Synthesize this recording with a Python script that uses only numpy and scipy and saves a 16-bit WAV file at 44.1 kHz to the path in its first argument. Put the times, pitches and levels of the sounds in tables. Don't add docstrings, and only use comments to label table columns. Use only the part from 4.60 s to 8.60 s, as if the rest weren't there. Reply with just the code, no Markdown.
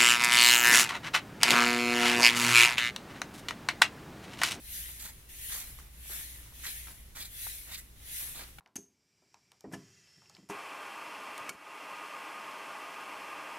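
import sys
import numpy as np
from scipy import signal
from scipy.fft import rfft, irfft, next_fast_len
from scipy.io import wavfile
from scipy.ndimage import uniform_filter1d, map_coordinates

SR = 44100
rng = np.random.default_rng(int(sys.argv[2]) if len(sys.argv) > 2 else 0)


def dump(signal):
    limited = np.clip(np.atleast_2d(signal).T, -1, 1)
    pcm = np.round(limited * 32767).astype(np.int16)
    wavfile.write(sys.argv[1], SR, pcm)


N = 176400
TIME_S = np.arange(N) / SR


def amp(db):
    return 10 ** (np.asarray(db) / 20)


def unit(x):
    return x / np.sqrt(np.mean(x ** 2) + 1e-20)


def along(points, hz):
    f, values = np.transpose(points)
    return np.interp(np.log(hz + 1), np.log(f + 1), values)


def wobble(rate_hz):
    return map_coordinates(rng.standard_normal(4096), [TIME_S * rate_hz], mode="wrap")


def filtered(x, response):
    size = next_fast_len(N + SR // 4)
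    return irfft(rfft(x, size) * response(np.fft.rfftfreq(size, 1 / SR)), size)[..., :N]


def placed(pair, spectrum, likeness, lag_s=0, pan=((1000, 0),), lead=((1000, 0),)):
    half = np.array([[.5], [-.5]])

    def colour(hz):
        angle = np.arccos(np.clip(along(likeness, hz), -1, 1)) / 2
        return amp(along(spectrum, hz)) * [np.cos(angle), np.sin(angle)]

    def direction(hz):
        phase = along(lead, hz) - 2 * np.pi * hz * lag_s
        return amp(half * along(pan, hz)) * np.exp(1j * half * phase)

    mid, side = filtered(pair, colour)
    return unit(filtered(np.array([mid + side, mid - side]), direction))


def grit(slips_per_s, slip_share):
    slips = (rng.random((2, N)) < slips_per_s / SR) * rng.standard_normal((2, N))
    return np.sqrt(slip_share) * unit(slips) + np.sqrt(1 - slip_share) * rng.standard_normal((2, N))


def patchy(pair, depth_db):
    bins = signal.stft(pair, nperseg=512)[2]
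    field = uniform_filter1d(rng.standard_normal(bins.shape[1:]), size=3, axis=0)
    field = uniform_filter1d(field, size=10, axis=1)
    return signal.istft(bins * amp(depth_db * unit(field)), nperseg=512)[1][:, :N]


def stroke(start_s, length_s, attack_s, release_s):
    t = TIME_S - start_s
    return (.5 + .5 * np.tanh(2 * t / attack_s)) * np.exp(-np.maximum(t - length_s, 0) / release_s)


def knife():
    cuts = [(0.394, 0.052, -54, -51.5, -43.5, -63), (0.446, 0.03, -52, -53, -49.5, -60),
            (0.485, 0.013, -58, -57, -53, -63.5), (0.893, 0.022, -50, -63, -56, -64.5),
            (0.915, 0.026, -45.5, -48.5, -40, -64), (0.946, 0.019, -62, -49, -44, -55.5),
            (0.972, 0.051, -53.5, -54, -44, -60.5), (1.498, 0.066, -49, -55, -63, -62.5),
            (2.038, 0.028, -42, -55, -48, -57.5), (2.064, 0.042, -68, -44.5, -49, -66),
            (2.553, 0.044, -47.5, -50, -45.5, -57), (2.605, 0.029, -58, -44.5, -45, -64.5),
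            (2.65, 0.013, -56, -53.5, -48, -90), (3.069, 0.046, -56, -59, -54.5, -59),
            (3.114, 0.018, -55, -48.5, -47.5, -68), (3.138, 0.011, -47.5, -41.5, -50, -68),
            (3.175, 0.023, -53, -60, -46, -90), (3.748, 0.045, -56.5, -49.5, -47, -56.5),
            (3.795, 0.039, -51.5, -51.5, -57, -53)]
    # f/Hz, level/dB
    rasp = [(400, -50), (900, -23), (1350, -4), (1900, 1.5), (2800, -9.5), (4000, -12), (7000, -5),
            (16000, -24)]
    bite = [(1200, -47), (2300, 4.5), (2850, -5), (3400, 5), (4100, 3.5), (4700, 1), (5400, -3),
            (6500, -30), (9000, -6.5), (16000, -12)]
    edge = [(2000, -30), (5400, -12), (6100, -2), (7400, -1.3), (8700, -3), (9600, .3), (10800, -1.5),
            (11800, .5), (13500, -4), (15700, -5.8)]
    body = [(120, 1), (280, 2.5), (430, -3.5), (650, 2.5), (1200, 6), (1900, -3.5), (4000, -50),
            (16000, -43)]
    likeness = [(400, 0.99), (1500, 0.21), (3500, 0.99), (7000, 0.36), (11000, 0.44)]  # f/Hz, L-R likeness
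    pan = [(500, -0.5), (1800, -5), (2800, -3), (4200, 8.5), (5500, 0.5), (6600, -0.5), (8400, -9.5),
           (9800, 1.5), (14000, -4.5)]
    pressures = np.array([stroke(*cut[:2], attack_s=.012, release_s=.015) for cut in cuts])
    envelopes = amp(np.array(cuts)[:, 2:]).T @ pressures
    catches = amp(1.3 * wobble(rate_hz=170))
    layers = [(rasp, 2500, .83), (bite, 1800, .69), (edge, 4300, .51), (body, 510, .5)]
    out = 0
    for envelope, (spectrum, slips_per_s, slip_share) in zip(envelopes, layers):
        friction = patchy(grit(slips_per_s, slip_share), depth_db=2.1)
        out += envelope * placed(friction, spectrum, likeness, lag_s=7e-5, pan=pan)
    return catches * out


def hide():
    pulls = [(0.287, 0.013, -59), (1.015, 0.084, -57.5), (1.184, .02, -57), (1.582, .03, -56.5),
             (1.72, 0.15, -66), (2.27, 0.037, -53.5), (3.602, 0.095, -55), (3.83, 0.059, -59)]
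    spectrum = [(150, 1.5), (400, -5.5), (900, -3.5), (1800, -1), (3500, -8.5), (7000, -8), (15000, -7.5)]  # f/Hz, level/dB
    taut = amp(-66.5 + 2.3 * wobble(rate_hz=6.39))
    pulled = sum(amp(db) * stroke(start_s, length_s, attack_s=.012, release_s=.03)
                 for start_s, length_s, db in pulls)
    crackle = placed(grit(slips_per_s=900, slip_share=.5), spectrum,
                     likeness=[(400, .71), (2000, .057), (8000, .29)], pan=[(1000, -.94)])
    return (taut + pulled) * crackle


def taps():
    hits = [(0.2886, -49.5, 920, .035), (0.463, -51, 1100, 0.018), (0.9502, -43, 910, 0.027),
            (0.976, -46, 1400, .015), (1.188, -45.5, 990, 0.014), (1.2, -49, 1100, 0.0085),
            (1.457, -50.5, 900, .014), (1.4978, -46.5, 715, .012), (1.861, -51.5, 1060, 0.015),
            (1.9235, -53, 850, .012), (1.931, -55, 690, 0.017), (1.9987, -46.5, 1300, 0.011),
            (2.054, -37.5, 1430, 0.0097), (2.271, -43, 1360, 0.019), (2.283, -45.5, 1400, 0.028),
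            (2.5695, -44.5, 1260, 0.027), (2.868, -37.5, 806, 0.02), (3.821, -45.5, 696, 0.023),
            (3.985, -38.5, 1300, 0.023)]
    push_db, push_cycles, attack_s = -1.5, .44, .00052
    out = np.zeros((2, N + SR))
    t = np.arange(2048) / SR
    f = np.fft.rfftfreq(len(t), 1 / SR)
    for start_s, db, hz, t60_s in hits:
        band = 1 / np.sqrt(1 + np.log2((f + 1) / hz) ** 4)
        noise = rng.standard_normal(len(t)) + 1.74 * rng.standard_normal((2, len(t)))
        envelope = amp(-60 * t / t60_s) * (1 - np.exp(-t / attack_s))
        splatter = envelope * unit(irfft(rfft(noise) * band))
        dent = np.sin(2 * np.pi * hz * t) * hz * t * np.exp(-hz * t / push_cycles)
        speed = np.gradient(dent)
        push = amp(push_db) * speed / np.abs(speed).max()
        first = round(start_s * SR)
        out[:, first:first + len(t)] += amp(db) * (splatter + push)
    return out[:, :N]


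def thud():
    start_s, db, hz, t60_s = 1.501, -52, 390, .085
    t = np.maximum(TIME_S - start_s, 0)
    return amp(db - 60 * t / t60_s) * np.sin(2 * np.pi * hz * t)


def broom():
    sweeps = [(-.05, 0.168, -38.5, 143, 55, -70), (0.69, 0.895, -39, 90, 65, -52),
              (1.333, 1.546, -39.5, 143, 56.5, -62), (1.937, 2.113, -41, 110, 66.5, -58),
              (2.672, 2.853, -38.5, 123, 64.5, -69), (3.363, 3.578, -36.5, 164, 77, -72)]
    spectrum = [(200, -22), (800, -12.5), (1200, -9), (2000, -9), (2500, -9), (3000, -8.5), (3700, -6.8),
                (4200, -7.8), (4750, -12), (5600, -10.3), (6300, -7), (6800, -7), (7500, -10), (8300, -8.3),
                (9800, -3.7), (10900, 0), (11900, -1.2), (13000, -4), (13700, -4.3), (14800, -7.7),
                (15700, -10)]
    likeness = [(500, .9), (1500, 0.87), (1850, 0.69), (2300, 0.3), (3200, 0.05), (4100, 0.022),
                (4500, -0.37), (5500, 0.39), (6800, -0.34), (8000, 0.11), (9700, -0.052), (10900, 0.17),
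                (13000, -0.087)]
    lead = [(300, .3), (650, 0.74), (1000, 2.7), (1400, 3.5), (1650, 3.56), (1850, 5.1), (2100, 5.4),
            (2600, 6.12)]
    pan = [(2000, .34), (6000, .8), (9000, 2.4), (15000, .83)]  # f/Hz, L-R/dB
    turn_s, attack_s = .053, .0035
    knee, split_hz, low_exponent = amp(-39), 5000, .79
    power = scuff = 0
    for land_s, peak_s, db, rise, fall, scuff_db in sweeps:
        contact = .5 + .5 * np.tanh((TIME_S - land_s) / attack_s)
        off_peak_s = np.hypot(TIME_S - peak_s, turn_s) - turn_s
        slope = np.where(TIME_S < peak_s, rise, fall)
        power += contact * amp(db - off_peak_s * slope) ** 2
        scuff += amp(scuff_db) * stroke(land_s, .02, attack_s, release_s=.04)
    level = np.hypot(np.sqrt(power), scuff) * amp(.27 * wobble(rate_hz=35.1))
    speed_db = np.maximum(20 * np.log10(level / knee + 1e-9), -20)
    friction = patchy(grit(slips_per_s=5000, slip_share=.21), depth_db=2.6)
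    hiss = placed(friction, spectrum, likeness, pan=pan, lead=lead)
    hiss = unit(bristle_resonance(hiss, speed_db))
    low = filtered(hiss, lambda hz: 1 / (1 + (hz / split_hz) ** 4))
    return level * (hiss - low) + knee * (level / knee) ** low_exponent * low


def bristle_resonance(pair, speed_db):
    base_hz, sink_hz_per_db, width_hz = 1720, 15, 350
    peak_db, below_db = 2.8, -13
    hz, t, bins = signal.stft(pair, SR, nperseg=1024)
    centre_hz = base_hz - sink_hz_per_db * np.interp(t, TIME_S, speed_db)
    detune = (hz[:, None] - centre_hz) / width_hz
    gain_db = peak_db / (1 + detune ** 2) + below_db * (.5 - .5 * np.tanh(2 * (detune + 1)))
    return signal.istft(bins * amp(gain_db), SR, nperseg=1024)[1][:, :N]


def yard():
    rumble_spectrum = [(18, -12.5), (28, -5), (40, -6), (50, -11), (60, -3), (70, -10), (100, -13),
                       (130, -15.5), (200, -24), (300, -26), (500, -37), (900, -52), (3000, -103)]
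    air_spectrum = [(240, -20), (400, -5), (700, -7), (1400, -8.5), (2200, -8), (3500, -9.5), (5000, -11),
                    (8000, -10), (11000, -6.5), (13000, -9), (15700, -17)]
    drone_levels = [(0, -62.5), (.2, -51.5), (.55, -58.5), (0.952, -57.5), (1.25, -57.5), (1.752, -53),
                    (2.0, -56.5), (2.5, -56), (2.7, -61), (3.3, -57), (3.55, -60.5), (4, -70)]
    rumble_db, air_db, drone_hz = -55, -62, 57.75
    rumble = placed(rng.standard_normal((2, N)), rumble_spectrum,
                    likeness=[(60, .94), (125, 1), (250, .84), (600, .94)])
    drone_db = np.interp(TIME_S, *np.transpose(drone_levels)) + .17 * wobble(rate_hz=19)
    phase = 2 * np.pi * drone_hz * TIME_S + .37 * wobble(rate_hz=7.7)
    drone = amp(drone_db) * np.sqrt(2) * np.sin(phase)
    air = placed(rng.standard_normal((2, N)), air_spectrum,
                 likeness=[(400, .28), (1500, .038), (8000, .06)])
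    return amp(rumble_db + .81 * wobble(rate_hz=17)) * rumble + drone + amp(air_db) * air


def scene():
    return broom() + knife() + hide() + taps() + thud() + yard()


def record(dry):
    return filtered(dry, lambda hz: hz < 15800)


dry = scene()
out = record(dry)
dump(out)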